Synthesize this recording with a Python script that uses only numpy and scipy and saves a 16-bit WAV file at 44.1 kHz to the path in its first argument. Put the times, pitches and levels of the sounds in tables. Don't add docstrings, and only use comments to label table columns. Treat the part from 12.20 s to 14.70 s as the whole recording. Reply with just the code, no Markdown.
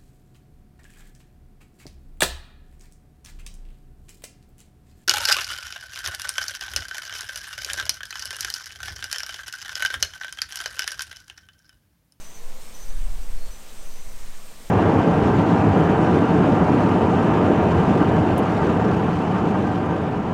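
import sys
import numpy as np
from scipy import signal
from scipy.fft import rfft, irfft
from scipy.io import wavfile
from scipy.ndimage import uniform_filter1d

SR = 44100
rng = np.random.default_rng(int(sys.argv[2]) if len(sys.argv) > 2 else 0)


def wav_record(signal):
    frames = np.transpose(np.atleast_2d(signal))
    bounded = np.clip(frames, -1, 1)
    quanta = np.round(bounded * 32767).astype(np.int16)
    wavfile.write(sys.argv[1], SR, quanta)


N = 110250
T = np.arange(N) / SR
HZ = np.maximum(np.fft.rfftfreq(N, 1 / SR), 1)
PATCHY_HZ = 8


def from_db(db):
    return 10 ** (np.asarray(db) / 20)


def rms_one(x):
    return x / np.sqrt(np.mean(x ** 2) + 1e-20)


def level(rows):
    return from_db(np.interp(T, *np.transpose(rows)))


def colour(x, spectrum):
    hz, db = np.transpose(spectrum)
    gain = from_db(np.interp(np.log(HZ), np.log(hz), db))
    return rms_one(irfft(rfft(x) * gain, N))


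def drift(corner_hz):
    noise = rfft(rng.standard_normal(N))
    return rms_one(irfft(noise / (1 + (HZ / corner_hz) ** 2), N))


def resonance(hz, width_hz):
    noise = rfft(rng.standard_normal(N))
    return rms_one(irfft(noise / (1 + (2 * (HZ - hz) / width_hz) ** 2), N))


def wavering(hz, wander, rate_hz):
    frequency = hz * np.exp(wander * drift(rate_hz))
    turns = rng.random() + np.cumsum(frequency) / SR
    return np.sqrt(2) * np.sin(2 * np.pi * turns)


def steadied(x, window_s):
    envelope_power = np.abs(signal.hilbert(x)) ** 2
    power = uniform_filter1d(envelope_power, max(1, int(window_s * SR)))
    return rms_one(x / np.sqrt(power + 0.0011))


def patchy(x, patchy_db):
    whole = rfft(x)
    band = np.round(3 * np.log2(np.clip(HZ, 200, 16000)))
    out = np.zeros(N)
    for k in np.unique(band):
        out += irfft(whole * (band == k), N) * from_db(patchy_db * drift(PATCHY_HZ))
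    return out


def yard():
    # frequency_hz, relative_db_per_hz
    yard_spectrum = [(60, 6.5), (110, -1.5), (150, -5), (240, -2), (330, -2.5), (480, 0.5), (680, -2),
                     (1100, -4.5), (1500, -12.5), (3000, -23)]
    # frequency_hz, level_db
    hum_tones = [(147.5, -65.5), (166, -65.5), (214, -65.5), (220, -64), (276.5, -73), (360.5, -79),
                 (441.5, -71.5), (657, -68), (1180, -73), (1239, -78)]
    hum_waver_db, hum_wander = 0.5, 0.0025
    hum = np.zeros(N)
    for hz, db in hum_tones:
        gain = from_db(db + hum_waver_db * drift(1.4))
        hum += gain * wavering(hz, hum_wander, 7.4)
    background = colour(patchy(rng.standard_normal(N), 1.5), yard_spectrum)
    return hum + from_db(-51.5) * background


def dove():
    # start_s, length_s, first_hz, middle_hz, last_hz, level_db
    coos = [(0.182, 0.237, 447.7, 511, 518, -56.5), (0.437, 0.19, 497, 503, 500, -61),
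            (0.826, 0.092, 616, 600, 605, -58.5), (0.847, .19, 739, 741, 768, -60),
            (0.965, 0.33, 494.7, 495, 497, -60)]
    edge_s, waver_db = 0.026, 0.2
    out = np.zeros(N)
    for s, length, first_hz, middle_hz, last_hz, db in coos:
        pitch = np.interp(T, [s, s + length / 2, s + length], [first_hz, middle_hz, last_hz])
        tone = rms_one(np.sin(2 * np.pi * np.cumsum(pitch) / SR))
        soft_edges = np.clip(np.minimum(T - s, s + length - T) / edge_s, 0, 1)
        out += from_db(db + waver_db * drift(15)) * soft_edges * tone
    return out


def wind():
    # time_s, level_db
    gust_envelope = [(0, -57), (.12, -60), (.26, -49), (.37, -62), (.52, -51), (.59, -53), (.635, -40),
                     (.70, -37), (.775, -28), (.885, -29), (.94, -34), (.99, -35.5), (1.04, -37.5),
                     (1.16, -34.5), (1.22, -47), (1.29, -37), (1.35, -50), (1.48, -60), (1.55, -48),
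                     (1.66, -41), (1.81, -74), (1.87, -40), (1.96, -48), (2.03, -45), (2.1, -45),
                     (2.19, -73), (2.5, -50)]
    # frequency_hz, relative_db_per_hz
    wind_spectrum = [(20, -11.5), (45, -3), (60, 0.5), (85, -12), (140, -9), (200, -16), (300, -26),
                     (1000, -71)]
    # time_s, level_db
    swell_envelope = [(0, -31), (.17, -33.5), (.27, -19.5), (.43, -30), (.56, -31.5), (.68, -18), (.9, -18),
                      (1.02, -21.5), (1.21, -14.5), (1.34, -34.5), (1.5, -34), (1.68, -22.5), (1.88, -25.5),
                      (2.12, -24), (2.38, -37)]
    buffet_hz, buffet_wander, buffet_rate_hz, buffet_db = 27, 0.2167, 11.2, 4.5
    turbulence_db, gust_share = -26.5, 0.77
    swell_hz, swell_wander, swell_rate_hz, swell_db = 7.5, 0.301, 5.87, -1
    swell_top_hz = 17

    gust = level(gust_envelope)
    buffet = gust * wavering(buffet_hz, buffet_wander, buffet_rate_hz)
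    fine_noise = steadied(colour(rng.standard_normal(N), wind_spectrum), 0.017)
    turbulence = gust ** gust_share * fine_noise
    swell = level(swell_envelope) * wavering(swell_hz, swell_wander, swell_rate_hz)
    swell = irfft(rfft(swell) / (1 + (HZ / swell_top_hz) ** 6), N)
    return from_db(buffet_db) * buffet + from_db(turbulence_db) * turbulence + from_db(swell_db) * swell


def puffs():
    # middle_s, length_s, frequency_hz, peak_level_db
    puff_events = [(0.42, 0.072, 62, -53), (0.675, 0.033, 62, -61), (0.813, 0.041, 56, -43),
                   (0.916, 0.037, 68, -38.5), (1.127, 0.042, 57, -42.5), (1.557, 0.033, 58.4, -56),
                   (1.875, 0.032, 85, -49.5), (1.927, 0.068, 90, -52)]
    out = np.zeros(N)
    for s, length, hz, db in puff_events:
        bell = np.exp(-(2 * (T - s) / length) ** 2)
        out += from_db(db) * bell * wavering(hz, 0.14, 30)
    return out


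def splashes():
    # middle_s, length_s, frequency_hz, width_hz, peak_level_db
    crossings = [(0.474, 0.15, 5400, 400, -59.5), (0.484, 0.058, 2300, 200, -59),
                 (0.769, 0.039, 1594, 132, -52), (1.243, 0.14, 4360, 240, -59),
                 (1.498, .08, 3880, 700, -57.5), (2.151, 0.016, 1870, 400, -53)]
    out = np.zeros(N)
    for s, length, hz, width, db in crossings:
        bell = np.exp(-(2 * (T - s) / length) ** 2)
        out += from_db(db) * bell * resonance(hz, width)
    return out


def whistle():
    # start_s, length_s, level_db, upper_db
    bursts = [(0, .025, -57, 5), (0.04, 0.028, -51, -6), (0.095, .012, -60.5, 11), (0.139, 0.027, -52.5, 3),
              (0.54, 0.014, -49.5, -8), (0.587, 0.043, -53, 2.5), (0.68, 0.014, -53.5, -2),
              (0.764, .03, -60.5, -10), (1.02, .025, -62, -10), (1.306, .035, -53, -13),
              (1.57, 0.12, -60, 2), (1.71, 0.11, -58.5, 2), (1.87, 0.055, -61, -10)]
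    # frequency_hz, width_hz, relative_db
    upper_modes = [(6250, 110, -5), (6550, 540, -9)]
    tone_hz, tone_wander, wander_rate_hz = 6020, 0.0022, 73
    flutter_db, flutter_rate_hz = 2, 70
    attack_s, decay_s = 0.0049, 0.029

    tone_gain, upper_gain = np.zeros(N), np.zeros(N)
    for s, length, db, upper_db in bursts:
        attack = np.clip((T - s) / attack_s, 0, 1)
        decay = np.exp(-np.maximum(T - s - length, 0) / decay_s)
        burst = from_db(db) * attack * decay
        tone_gain = np.maximum(tone_gain, burst)
        upper_gain = np.maximum(upper_gain, burst * from_db(upper_db))
    flutter = from_db(flutter_db * drift(flutter_rate_hz))
    tone = wavering(tone_hz, tone_wander, wander_rate_hz) * flutter
    upper = np.zeros(N)
    for hz, width, db in upper_modes:
        upper += from_db(db) * steadied(resonance(hz, width), 0.018)
    return tone_gain * tone + upper_gain * upper


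def drops(count=14):
    drops_per_s, spread_db = 2500, 2.5
    sizes = from_db(spread_db * np.minimum(rng.exponential(1, N), 5))
    sizes = sizes * rng.choice([-1, 1], N)
    hits = sizes * (rng.random(N) < drops_per_s / SR)
    dealt = rng.integers(0, count, N)
    edges = np.geomspace(700, 16000, count + 2)
    out = np.zeros(N)
    for k in range(count):
        band = signal.butter(1, [edges[k], edges[k + 2]], "band", fs=SR, output="sos")
        out += signal.sosfilt(band, hits * (dealt == k) + 1e-18)
    return out


def spray():
    # frequency_hz, relative_db_per_hz
    spray_spectrum = [(300, -1.5), (900, 0.5), (2000, 1.5), (3200, 0), (4900, -1.5), (7000, -1),
                      (8600, 1.4), (9200, -2), (10000, -6.5), (11200, -9), (12600, -6), (14200, -5.5),
                      (15600, -13)]
    # time_s, level_db
    flow_envelope = [(0, -51.5), (.08, -54), (.22, -54), (.44, -52.5), (.53, -52.5), (.63, -52),
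                     (.74, -52.7), (1.1, -53), (1.45, -53), (1.72, -52.5), (1.84, -53.5), (2.0, -52.5),
                     (2.16, -52.5), (2.34, -53.5), (2.5, -53)]
    spray_gain_db, drops_against_hiss_db = 4, -8
    hiss = colour(patchy(rng.standard_normal(N), 1), spray_spectrum)
    patter = from_db(drops_against_hiss_db) * colour(drops(), spray_spectrum)
    return level(flow_envelope) * from_db(spray_gain_db) * rms_one(hiss + patter)


def scene():
    background = yard() + dove() + wind() + puffs()
    jet = splashes() + whistle() + spray()
    return (background + jet)[None]


def record(dry):
    cutoff_hz = 15800
    low_pass = signal.ellip(12, .1, 90, cutoff_hz, fs=SR, output="sos")
    return signal.sosfilt(low_pass, dry)


dry = scene()
out = record(dry)
wav_record(out)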